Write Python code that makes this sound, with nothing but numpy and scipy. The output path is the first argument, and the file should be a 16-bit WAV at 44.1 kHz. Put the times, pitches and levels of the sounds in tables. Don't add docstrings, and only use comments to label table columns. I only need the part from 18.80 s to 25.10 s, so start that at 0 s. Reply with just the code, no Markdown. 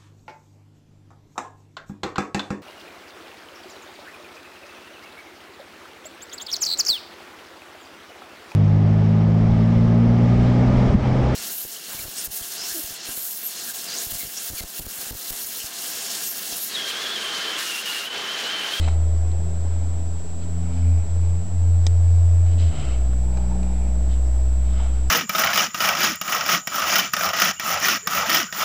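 import sys
import numpy as np
from scipy import signal
from scipy.io import wavfile
from scipy.ndimage import uniform_filter1d

SR = 44100
rng = np.random.default_rng(int(sys.argv[2]) if len(sys.argv) > 2 else 0)


def store_wav(level_fs):
    pcm = np.round(np.clip(np.atleast_2d(level_fs), -1, 1) * 32767)
    wavfile.write(sys.argv[1], SR, pcm.T.astype(np.int16))


def magnitude_from_level(level_db):
    exponent = np.asarray(level_db, float) / 20
    return 10 ** exponent


N = 277828
T = np.arange(N) / SR

# f/Hz, level/dB per Hz
HISS_SPECTRUM = [(530, -40), (900, -3.5), (1190, -7.5), (1360, -8.5), (2060, -13), (5350, -14.5),
                 (5970, -15), (7180, -14), (7420, -14), (7920, -16), (8270, -16.5), (10700, -18.5),
                 (12100, -39), (15700, -73), (22000, -120)]
# from t/s, share/periods (nan = random at each frame)
WHINE_SLIPS = [(0, .05), (.14, .225), (.42, -.49), (.69, .055), (.97, .265), (1.25, -.29), (1.49, .215),
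               (1.98, -.34), (2.22, np.nan), (2.43, .03), (2.56, np.nan), (2.8, -.26), (3.05, -.035),
               (3.36, -.21), (3.39, .253)]
# f/Hz, level/dB
STEADY_TONES = [(436, -59), (5200, -78), (6630, -76), (7864.3, -60)]

# f/Hz, level/dB per Hz
ROAR_SPECTRUM = [(12, -34), (20, -12), (30, -14), (43, -18.5), (70, -13.5), (93, -15), (114, -21.5),
                 (134, -19.5), (170, -19), (217, -22.5), (260, -21.5), (487, -29), (659, -24), (1070, -42),
                 (2500, -50), (3250, -87), (5500, -120)]
# t/s, level/dB
ROAR_CURVE = [(0.0, -33.5), (0.23, -36.5), (1.19, -38), (1.4, -40), (1.72, -39.5), (3.44, -38), (4.03, -35),
              (4.33, -37.5), (4.76, -35), (5.26, -36.5), (5.65, -38.5), (6.3, -39)]

# t/s, f/Hz
FIRING_RATE = [(0, 80.1), (1, 82.5), (2, 84.8), (3, 86.3), (3.8, 86.3), (3.86, 83.4), (3.92, 76.6),
               (3.98, 70.2), (4.07, 65.5), (4.15, 61.8), (4.4, 61.5), (5, 62.2), (6.3, 63.7)]
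# t/s, level/dB
NOTE_CURVE = [(0, -18.5), (.26, -18), (.5, -20), (.72, -25), (.92, -21), (1.2, -24), (1.55, -27),
              (1.82, -22.5), (2.09, -14.5), (2.42, -17.5), (2.9, -14.5), (3.04, -17), (3.35, -14.5),
              (3.63, -15.5), (3.78, -18.5), (3.86, -15), (4.0, -24), (4.2, -18.5), (4.4, -19), (4.8, -22),
              (5.3, -18), (5.7, -17.5), (6.0, -19), (6.3, -20.5)]
# t/s, level/dB
SECOND_CURVE = [(0, -54), (.5, -46), (.67, -33.5), (.96, -52.5), (1.27, -40.5), (1.55, -42.5), (1.8, -32),
                (2.0, -36), (2.2, -41.5), (2.64, -35), (2.81, -42.5), (2.91, -38), (3.35, -47), (3.78, -42),
                (3.86, -35.5), (3.94, -40), (3.99, -29.5), (4.06, -34.5), (4.13, -40.5), (4.4, -35.5),
                (4.75, -37), (4.91, -52), (5.34, -46), (5.65, -36), (5.98, -50), (6.3, -39)]
# t/s, level/dB
THIRD_CURVE = [(0, -53), (.8, -61), (1.1, -46), (1.35, -54), (1.7, -45.5), (1.95, -39), (2.1, -38),
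               (2.38, -63), (2.75, -48), (3.35, -65), (3.76, -47.5), (4.0, -45), (4.2, -45), (4.45, -38.5),
               (4.8, -30), (4.95, -34.5), (5.3, -39), (5.58, -48.5), (5.9, -38), (6.3, -48.5)]
# multiple of the firing rate, level/dB in the first gear, level/dB in the next
UPPER_ORDERS = [(5, -56, -51.5), (10, -62, -57)]
GEAR_SHIFT = (3.85, 4.15)
# t/s, half width/s, depth/dB, way of the turn (1 forward, -1 back)
PATH_NULLS = [(1.45, 0.079, -8.5, -1), (1.63, 0.11, -4.5, 1), (1.92, 0.1, -6, -1), (2.26, 0.086, -11, -1),
              (2.658, 0.15, -17.5, 1), (3.947, 0.042, -33, 1), (4.032, 0.023, -11, -1)]
# f/Hz, width/Hz, level/dB
RINGING_MODE = (86, 1.3, -14)

# start t/s, length/s, first f/Hz, last f/Hz, level/dB
WHIMPER_CALLS = [(0.493, 0.32, 376, 398, -48), (4.69, 0.1, 880, 771, -44), (4.834, 0.097, 752, 852, -47)]
# start t/s, length/s, nose level/dB, throat level/dB
BREATHS = [(1.77, 0.54, -58.5, -55.5), (2.257, 0.31, -62.5, -60), (4.416, 0.41, -62, -48),
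           (4.785, .36, -60, -52)]
# f/Hz, width/Hz, level/dB
NOSE_MODES = [(1340, 140, 1), (2350, 500, 6)]
# f/Hz, width/Hz, level/dB
THROAT_MODES = [(845, 140, 0)]
# t/s, peak level/dB, strongest f/Hz, fall away from it/dB per octave, t60/s
BLOWS = [(.077, -22, 985, 10, 0.072), (.084, -24, 2400, 5, 0.041), (.0868, -32, 7900, 30, 0.011),
         (.517, -34.5, 3300, 6, .015), (2.553, -38.5, 3000, 12, .015), (3.067, -10, 4630, 7, 0.024),
         (3.666, -39, 2300, 18, 0.023), (3.805, -46, 3100, 12, .02), (3.93, -42, 4000, 10, .015),
         (3.9615, -34, 2900, 31, 0.018), (4.332, -33.5, 1300, 12, 0.039), (4.572, -28, 1200, 3, 0.045),
         (4.8307, -33, 2300, 8, 0.032), (6.0004, -31, 996, 11, 0.079)]
# f/Hz, width/Hz, level/dB
BOARD_MODES = [(873, 480, 10), (1300, 980, 7.5), (2040, 780, 2.5), (2400, 780, 3), (3170, 1100, 1.5),
               (3830, 790, 2.5), (5000, 1740, -7), (5760, 2800, -3), (7900, 800, -8)]
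# loudest t/s, rise/s, fall/s, level/dB, tilt/dB per octave, snout resonance f/Hz
MOVEMENTS = [(.045, .1, 0.081, -40, 2, 4030), (.12, .06, 0.048, -46, -6, 4000),
             (.93, 0.15, 0.18, -55, -8, 3520), (1.63, 0.043, 0.038, -54, 0, 4300),
             (1.86, 0.065, .1, -50.5, -14, 3400), (1.98, 0.13, 0.09, -54.5, 1, 4800),
             (3.668, 0.018, .05, -53, 0, 2500), (3.725, 0.047, .05, -52, 6, 3100),
             (3.805, 0.038, .16, -43.5, 6, 3100), (4.0, 0.14, 0.19, -42, -2.5, 2950),
             (4.12, 0.16, 0.11, -45, -4, 2760), (4.2, .05, .1, -57, -3, 2800),
             (5.325, 0.042, 0.063, -49, 4, 3560), (5.89, .06, 0.16, -54, -1, 3620),
             (6.0, 0.11, 0.17, -42.5, -7, 3360), (6.17, 0.12, 0.091, -51.5, -9, 3600)]
# f/Hz, width/Hz, level/dB
PEN_MODES = [(780, 250, 5.5), (1310, 440, 8), (2175, 450, 7.5), (2570, 200, 8), (3100, 210, 12.5),
             (4000, 1200, 4)]
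# f/Hz, width/Hz, level/dB
PILE_MODE = (2300, 4100, -.5)
# f/Hz, width/Hz, level/dB
AIR_MODES = [(4750, 840, 6), (6260, 770, 6), (7570, 920, 15.5)]


def evened(x):
    return x / np.sqrt(np.mean(x ** 2) + 1e-20)


def curve(rows):
    s, value = np.transpose(rows)
    return np.interp(T, s, value)


def placed(s, sound):
    out = np.zeros(N + len(sound))
    out[round(s * SR):][:len(sound)] = sound
    return out[:N]


def noise(spectrum, patchy_db):
    hz = np.fft.rfftfreq(2048, 1 / SR)
    real, imaginary, patches = rng.standard_normal((N // 512 + 5, len(hz), 3)).T
    patches = uniform_filter1d(patches, size=10, axis=0)
    patches = evened(uniform_filter1d(patches, size=8, axis=1))
    f, db = np.transpose(spectrum)
    shape_db = np.interp(np.log(hz + 1), np.log(f + 1), db)[:, None] + patchy_db * patches
    spectra = (real + 1j * imaginary) * magnitude_from_level(shape_db)
    return evened(signal.istft(spectra, nperseg=2048, noverlap=1536)[1][:N])


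def grainy(grain_db, count=1):
    grain = evened(uniform_filter1d(rng.standard_normal(N), size=150))
    return rng.standard_normal((count, N)) * magnitude_from_level(grain_db * grain)


def resonate(x, hz, width, order=1):
    turn = np.exp(2j * np.pi * np.cumsum(hz * np.ones(len(x))) / SR)
    r = np.exp(-np.pi * width / SR)
    low = x / turn
    for _ in range(order):
        low = signal.lfilter([1 - r], [1, -r], low)
    return 2 * (turn * low).real


def body(drive, modes, tilt=0):
    return sum(magnitude_from_level(db + tilt * np.log2(hz / 3000)) * resonate(drive, hz, width, order=2)
               for hz, width, db in modes)


def hiss():
    hiss_db = -52
    return magnitude_from_level(hiss_db) * noise(HISS_SPECTRUM, patchy_db=1.0)


def camera_whine():
    whine_hz, whine_db, pause_s = 7704.3, -45.5, 0.0007
    frame_s, first_frame_s = .0346186, .0167
    frames = np.arange(first_frame_s, N / SR, frame_s)
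    since, share = np.transpose(WHINE_SLIPS)
    slip = share[np.searchsorted(since, frames) - 1]
    slip = np.where(np.isnan(slip), rng.random(len(frames)), slip)
    slipped = np.r_[0, np.cumsum(slip)][np.searchsorted(frames, T)]
    from_frame = (T - first_frame_s + frame_s / 2) % frame_s - frame_s / 2
    running = 1 - np.exp(-(from_frame / pause_s * 2) ** 2)
    whine = magnitude_from_level(whine_db) * running * np.sin(2 * np.pi * (whine_hz * T + slipped))
    tones = sum(magnitude_from_level(db) * np.sin(2 * np.pi * hz * T) for hz, db in STEADY_TONES)
    return np.sqrt(2) * (whine + tones)


def roar():
    rumble_cut_hz = 55
    road = magnitude_from_level(curve(ROAR_CURVE)) * noise(ROAR_SPECTRUM, patchy_db=0.5)
    return signal.sosfilt(signal.butter(2, rumble_cut_hz, "high", fs=SR, output="sos"), road)


def exhaust():
    firing = 2 * np.pi * np.cumsum(curve(FIRING_RATE)) / SR
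    paths = np.ones(N, complex)
    for s, half, db, way in PATH_NULLS:
        passed = np.tanh((T - s) / half)
        paths *= passed - 1j * np.sign(way) * magnitude_from_level(db) * np.sqrt(1 - passed ** 2)
    note = magnitude_from_level(curve(NOTE_CURVE)) * (paths * np.exp(1j * firing)).imag
    note += magnitude_from_level(curve(SECOND_CURVE)) * np.sin(2 * firing)
    note += magnitude_from_level(curve(THIRD_CURVE)) * np.sin(3 * firing)
    for multiple, *gear_db in UPPER_ORDERS:
        note += magnitude_from_level(np.interp(T, GEAR_SHIFT, gear_db)) * np.sin(multiple * firing)
    mode_hz, width, mode_db = RINGING_MODE
    return np.sqrt(2) * (note + magnitude_from_level(mode_db) * resonate(note, mode_hz, width))


def whimper(row, shake):
    s, length, first_hz, last_hz, db = row
    glide_hz = np.linspace(first_hz, last_hz, round(length * SR))
    hz = glide_hz * (1 + 0.034 * shake[round(s * SR):][:len(glide_hz)])
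    hum = np.sin(2 * np.pi * np.cumsum(hz) / SR)
    return placed(s, np.sqrt(2) * magnitude_from_level(db) * hum * signal.windows.tukey(len(hz), .7))


def wheeze(row, drive):
    s, length, nose_db, throat_db = row
    part = drive[round(s * SR):][:round(length * SR)]
    nose = magnitude_from_level(nose_db) * evened(body(part, NOSE_MODES))
    throat = magnitude_from_level(throat_db) * evened(body(part, THROAT_MODES))
    return placed(s, (nose + throat) * signal.windows.tukey(len(part), .4))


def tap(row, rattle):
    s, db, centre_hz, fall_db, t60 = row
    blow = magnitude_from_level(-19.5 - 60 * np.arange(len(rattle)) / SR / t60) * rattle
    blow[0] = 1
    modes = [(hz, width, mode_db - fall_db * abs(np.log2(hz / centre_hz)))
             for hz, width, mode_db in BOARD_MODES]
    ring = body(blow, modes)
    ring += body(blow, [(centre_hz, 0.79 * centre_hz, -11.5)])
    return placed(s, magnitude_from_level(db) * ring / abs(ring).max())


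def shuffle(row, *drives):
    s, rise, fall, db, tilt, snout_hz = row
    ends_db, rounding = -17.5, 1.47
    snout_width_hz, snout_db = 680, 6
    air_db, air_per_tilt = -6, 0.35
    from_top = np.where(T < s, (s - T) / rise, (T - s) / fall)
    swell_db = db + ends_db * from_top ** rounding
    on = np.flatnonzero(swell_db > db + ends_db)
    paws, pile, snout = (drive[on] for drive in drives)
    rub = body(paws, PEN_MODES, tilt) + body(pile, [PILE_MODE])
    rub += body(snout, [(snout_hz, snout_width_hz, snout_db)])
    air = magnitude_from_level(air_db + air_per_tilt * tilt) * evened(body(paws, AIR_MODES))
    return placed(T[on[0]], magnitude_from_level(swell_db[on]) * (evened(rub) + air))


def scene():
    vehicle = roar() + exhaust()
    shake = evened(uniform_filter1d(rng.standard_normal(N), size=900))
    puff = grainy(grain_db=2.5)[0]
    voices = sum(whimper(row, shake) for row in WHIMPER_CALLS)
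    voices += sum(wheeze(row, puff) for row in BREATHS)
    taps = sum(map(tap, BLOWS, rng.standard_normal((len(BLOWS), 4000))))
    moves = sum(shuffle(row, *grainy(grain_db=1.5, count=3)) for row in MOVEMENTS)
    return (vehicle + voices + taps + moves)[None]


def band_limit(x):
    return signal.sosfilt(signal.butter(12, 12250, fs=SR, output="sos"), x)


def record(dry):
    port_hz, edge_hz, offset = 8500, 20000, -.0655
    dulled = signal.sosfilt(signal.butter(3, port_hz, fs=SR, output="sos"), dry + camera_whine())
    limited = signal.sosfilt(signal.butter(10, edge_hz, fs=SR, output="sos"), dulled + hiss())
    return band_limit(limited + offset)


dry = scene()
out = record(dry)
store_wav(out)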